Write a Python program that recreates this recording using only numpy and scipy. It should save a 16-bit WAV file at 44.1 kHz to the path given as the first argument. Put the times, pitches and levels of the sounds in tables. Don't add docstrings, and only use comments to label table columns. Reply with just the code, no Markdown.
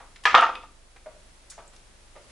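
import sys
import numpy as np
from scipy import signal
from scipy.fft import rfft, irfft, next_fast_len
from scipy.io import wavfile
from scipy.ndimage import uniform_filter1d, minimum_filter1d

SR = 44100
rng = np.random.default_rng(int(sys.argv[2]) if len(sys.argv) > 2 else 0)


def unload_audio(sound):
    columns = np.transpose(np.atleast_2d(sound))
    steps = np.round(np.clip(columns, -1, 1) * 32767)
    wavfile.write(sys.argv[1], SR, steps.astype(np.int16))


N = 102135
T = np.arange(SR * 3 // 4) / SR

# (time [s], level [dB], brightness [dB per octave], ring over crack [dB])
BLOCK_HITS = [(.3438, -4, -3.5, -1), (.3501, -9.5, -2, -2.5), (.3541, -14.5, 4, 2.5), (.3596, -19.5, 0, 5),
              (.3746, -12, 0, -9), (.3817, -13, -1, 2), (.3856, -19, -2.5, -15), (.3919, -20.5, 2, -2),
              (.4053, -19.5, -0.5, -8), (.4195, -17, -2, -0.5), (.4250, -13.5, -4, 0), (.4360, -21, 1.5, 6),
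              (.4510, -19.5, -2.5, -20.5), (.4628, -22, -5, -8.5), (.491, -27.5, -3.5, 2.5),
              (.506, -37.5, -9.5, 2), (.634, -45.5, -2.5, 5)]
# (pitch [Hz], level [dB], time to fade by 60 dB [s])
BLOCK_TONES = [(512, -16.5, .09), (680.2, -11.5, 0.037), (808, -12, 0.054), (874, -17, 0.12),
               (918.5, -8, 0.05), (1028, -15.5, 0.09), (1187, -7, 0.089), (1256.3, -11, 0.14),
               (1296, -10.5, 0.082), (1367.5, -7.5, 0.076), (1592, -19.5, 0.068), (1835, -17, .09),
               (2500, -23, .08), (2837, -19, .07), (4930, -39, .07)]
# (frequency [Hz], level [dB])
BLOCK_CRACK = [(80, -31), (400, -20), (650, -4.5), (1000, 1.5), (1200, 5), (1360, 10.5), (1470, -7),
               (1700, 2), (2150, -9), (2900, -5.5), (4300, -18.5), (6500, -25.5), (8500, -39.5),
               (11000, -62)]
# (frequency [Hz], level [dB])
BLOCK_THUD = [(40, -16.5), (90, 0), (170, -0.5), (270, -6), (480, -7.5), (900, -24.5), (3000, -50)]


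def falling_block():
    out = struck(BLOCK_HITS, BLOCK_TONES, BLOCK_CRACK,
                 crack_db=0, crack_fade_s=0.054, echo_db=-8, low_cut_hz=327)
    thud = puff(lambda hz: read_curve(BLOCK_THUD, hz), rise_s=0.016, fade_s=0.19)
    add(out, amp(-32) * thud, start_s=0.323)
    return out


# (time [s], level [dB], brightness [dB per octave], ring over crack [dB])
LEVER_HITS = [(.2538, -12.5, 1, -2), (.2573, -16, -2.5, -1), (.273, -26, 1, -4), (.310, -30, 1, -4.5),
              (.329, -29.5, -5, -2)]
# (pitch [Hz], level [dB], time to fade by 60 dB [s])
LEVER_TONES = [(764, -14.5, 0.12), (841.7, -8, .04), (1248, -10.5, .2), (1600, -12, 0.019), (1710, 2, .03),
               (2236, -14, .05), (2380, -10, .06), (2964, -18, 0.039), (3522, -18.5, .04)]
# (frequency [Hz], level [dB])
LEVER_CRACK = [(120, -46), (400, -9), (850, 3.5), (1270, 10), (1480, 0.5), (1750, 5), (3200, -0.5),
               (5500, -13.5), (8000, -25), (11000, -35.5)]


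def lever():
    return struck(LEVER_HITS, LEVER_TONES, LEVER_CRACK,
                  crack_db=0.5, crack_fade_s=0.055, echo_db=-2, low_cut_hz=334)


# (time [s], level [dB], brightness [dB per octave], ring over crack [dB])
STICK_HITS = [(.5525, -33, 1, -1), (.627, -47.5, 4, -9)]
# (pitch [Hz], level [dB], time to fade by 60 dB [s])
STICK_TONES = [(2540, -3, 0.058), (2696, -7, .05), (3405, -9, .02), (4830, -18, .03)]
# (frequency [Hz], level [dB])
STICK_CRACK = [(300, -14), (1400, 8.5), (3300, 8), (5500, -12.5), (10000, -18.5)]


def trigger_stick():
    return struck(STICK_HITS, STICK_TONES, STICK_CRACK,
                  crack_db=0.5, crack_fade_s=0.037, echo_db=-4, low_cut_hz=700)


# (time [s], level [dB], centre pitch [Hz], width [octaves], rise
# time [s], time to fade by 60 dB [s])
CLICKS = [(.001, -45, 906, 0.65, 0.00088, 0.21), (0.1592, -41, 2250, 0.74, 0.00098, 0.043),
          (0.236, -33.5, 1860, 1.3, 0.0041, 0.054), (0.3496, -5, 3000, 0.31, .0003, 0.013),
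          (0.411, -24, 4600, .7, 0.00058, 0.0069), (.960, -44.5, 1190, 0.83, 0.0024, 0.071),
          (1.498, -28, 6800, 0.54, 0.012, 0.066), (1.511, -50, 1696, 0.78, 0.0034, 0.16),
          (1.676, -49.5, 7630, 0.13, 0.00039, 0.039), (1.731, -49, 880, 1.42, 0.005, 0.12),
          (1.763, -46, 3500, 1.2, 0.00059, 0.027), (2.295, -53, 2500, 0.85, 0.0025, 0.15)]


def clicks():
    out = np.zeros((2, N))
    for start_s, level_db, centre_hz, width, rise_s, fade_s in CLICKS:
        def hump_db(hz):
            distance = np.log2((hz + 1) / centre_hz) / width
            return -20 * np.log10(1 + distance ** 2 / 2 + (distance / 2) ** 4)
        click = puff(hump_db, rise_s, fade_s)
        add(out, amp(level_db) * room_echo(click, echo_db=-6), start_s)
    return out


# (time [s], level [dB], brightness [dB per octave], ring over crack [dB])
KNOCK_HITS = [(1.0598, -43.5, -1, -0.5), (1.0661, -43.5, -1.5, -0.5), (1.578, -42, 0.5, -5.5),
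              (1.586, -40.5, 1, -10), (2.1541, -46.5, .5, -1.5), (2.1621, -41.5, .5, -2)]
# (pitch [Hz], level [dB], time to fade by 60 dB [s])
KNOCK_TONES = [(494, -11.5, 0.061), (587, -2, 0.071), (626, -1, 0.075), (851, -10.5, 0.054),
               (1116, -28, 0.045), (1910, -13.5, 0.028), (2170, -11, .04)]
# (frequency [Hz], level [dB])
KNOCK_PUFF = [(150, -15), (350, -12.5), (550, 3), (900, 2.5), (1250, -5.5), (1700, -10.5), (2500, -15),
              (4000, -22.5), (10000, -67.5)]


def distant_knocks():
    return struck(KNOCK_HITS, KNOCK_TONES, KNOCK_PUFF,
                  crack_db=-0.5, crack_fade_s=0.065, echo_db=-0.5, low_cut_hz=140)


def struck(hits, tones, crack_curve, crack_db, crack_fade_s, echo_db, low_cut_hz):
    rise_s, scatter_db = 0.00044, 5
    out = np.zeros((2, N))
    for start_s, level_db, brightness, ring_db in hits:
        def tilt_db(hz):
            return brightness * np.log2(np.clip(hz, 300, 5000) / 1200)
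        ring = np.zeros(len(T))
        for k, (pitch_hz, tone_db, fade_s) in enumerate(tones):
            gain = amp(tone_db + tilt_db(pitch_hz) + scatter_db * rng.standard_normal())
            wave = (-1) ** k * np.sin(2 * np.pi * pitch_hz * T)
            ring += gain * wave * rise_and_fade(rise_s, fade_s)
        crack = puff(lambda hz: read_curve(crack_curve, hz) + tilt_db(hz), rise_s, crack_fade_s)
        hit = amp(ring_db) * ring + amp(crack_db) * crack
        add(out, amp(level_db) * room_echo(hit, echo_db), start_s)
    return signal.sosfilt(signal.butter(2, low_cut_hz, "highpass", fs=SR, output="sos"), out)


# (frequency [Hz], likeness [-1 to 1])
PUFF_LIKENESS = [(1200, 0.97), (2500, 1), (5000, 0.66), (9000, .45)]


def puff(colour_db, rise_s, fade_s):
    noise = stereo(rng.standard_normal((2, len(T))), PUFF_LIKENESS)
    coloured = filtered(noise, lambda hz: amp(colour_db(hz)))
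    return normalise(coloured) * rise_and_fade(rise_s, fade_s)


# (frequency [Hz], time to fade by 60 dB [s])
ECHO_FADE = [(150, 0.97), (600, 0.37), (1300, 0.33), (3000, 0.33), (6000, 0.45), (11000, 0.17)]
# (frequency [Hz], likeness [-1 to 1])
ECHO_LIKENESS = [(150, .8), (500, 0.98), (1300, 0.98), (2500, 0.63), (5000, 1), (9000, .15)]
# (frequency [Hz], level [dB])
ECHO_COLOUR = [(200, 2.5), (800, -4.5), (1270, 1.5), (1500, 3), (1730, -6.5), (2100, 1), (3000, -1.5),
               (9000, -0.5)]


def room_echo(sound, echo_db):
    build_up_s = 0.0036
    hz, t, bands = signal.stft(rng.standard_normal((2, len(T))), SR, nperseg=256)
    fading = np.exp(-np.log(1000) * t / read_curve(ECHO_FADE, hz)[:, None])
    tail = signal.istft(bands * fading, SR)[1][:, :len(T)]
    tail = stereo(tail * (1 - np.exp(-T / build_up_s)), ECHO_LIKENESS)
    tail /= np.linalg.norm(tail[0])
    tail = filtered(tail, lambda hz: amp(read_curve(ECHO_COLOUR, hz)))
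    return sound + amp(echo_db) * signal.fftconvolve(sound, tail, axes=1)[:, :len(T)]


# (frequency [Hz], level [dB])
HISS_COLOUR = [(12, -29), (20, -7.5), (38, -14.5), (62, -13.5), (77, -21), (161, -23.5), (288, -25),
               (652, -23.5), (725, -26), (1690, -28), (2440, -29.5), (11000, -34), (14300, -71),
               (22000, -120)]
# (frequency [Hz], likeness [-1 to 1])
HISS_LIKENESS = [(60, 0.51), (170, 0.54), (490, 0.42), (1410, 0.18), (4040, 0.14), (11600, 0.074)]
# (time [s], level [dB])
HISS_LEVEL = [(0, -55.5), (.85, -58), (1.0, -57.5), (1.2, -55.5), (1.45, -56), (2.1, -56), (2.3, -53.5)]
# (pitch [Hz], level [dB])
HUM_TONES = [(25, -56.5), (50, -63), (75, -73.5), (100, -71.5), (9152, -80.5)]


def background():
    t = np.arange(N) / SR
    noise = stereo(rng.standard_normal((2, N)), HISS_LIKENESS)
    hiss = normalise(filtered(noise, lambda hz: amp(read_curve(HISS_COLOUR, hz))))
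    hiss_gain = amp(np.interp(t, *np.transpose(HISS_LEVEL)))
    hum = sum(np.sqrt(2) * amp(db) * np.sin(2 * np.pi * (hz * t + rng.random())) for hz, db in HUM_TONES)
    return hiss_gain * hiss + hum


def amp(db):
    return 10 ** (np.asarray(db) / 20)


def normalise(sound):
    return sound / np.sqrt(np.mean(sound ** 2) + 1e-20)


def read_curve(points, hz):
    frequencies, values = np.transpose(points)
    return np.interp(np.log(hz + 1), np.log(frequencies + 1), values)


def filtered(sound, gain_at):
    length = sound.shape[-1]
    padded = next_fast_len(length + 8192)
    gains = gain_at(np.fft.rfftfreq(padded, 1 / SR))
    return irfft(rfft(sound, padded) * gains, padded)[..., :length]


def stereo(noises, likeness):
    def blend(hz):
        angle = np.arccos(np.clip(read_curve(likeness, hz), -1, 1)) / 2
        return np.array([np.cos(angle), np.sin(angle)])
    middle, side = filtered(noises, blend)
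    return np.array([middle + side, middle - side])


def rise_and_fade(rise_s, fade_s):
    return (1 - np.exp(-T / rise_s)) * np.exp(-np.log(1000) * T / fade_s)


def add(out, sound, start_s):
    part = out[:, max(round(start_s * SR), 0):][:, :sound.shape[-1]]
    part += sound[..., :part.shape[-1]]


def scene():
    return lever() + falling_block() + trigger_stick() + clicks() + distant_knocks() + background()


def record(dry):
    peak_limit, hold_s, top_hz = 0.88, 0.004, 11050
    hold = round(hold_s * SR)
    needed_gain = np.minimum(1, peak_limit / (np.abs(dry).max(axis=0) + 1e-9))
    smooth_gain = uniform_filter1d(minimum_filter1d(needed_gain, hold), hold)
    return filtered(dry * smooth_gain, lambda hz: 1 / np.sqrt(1 + (hz / top_hz) ** 120))


dry = scene()
out = record(dry)
unload_audio(out)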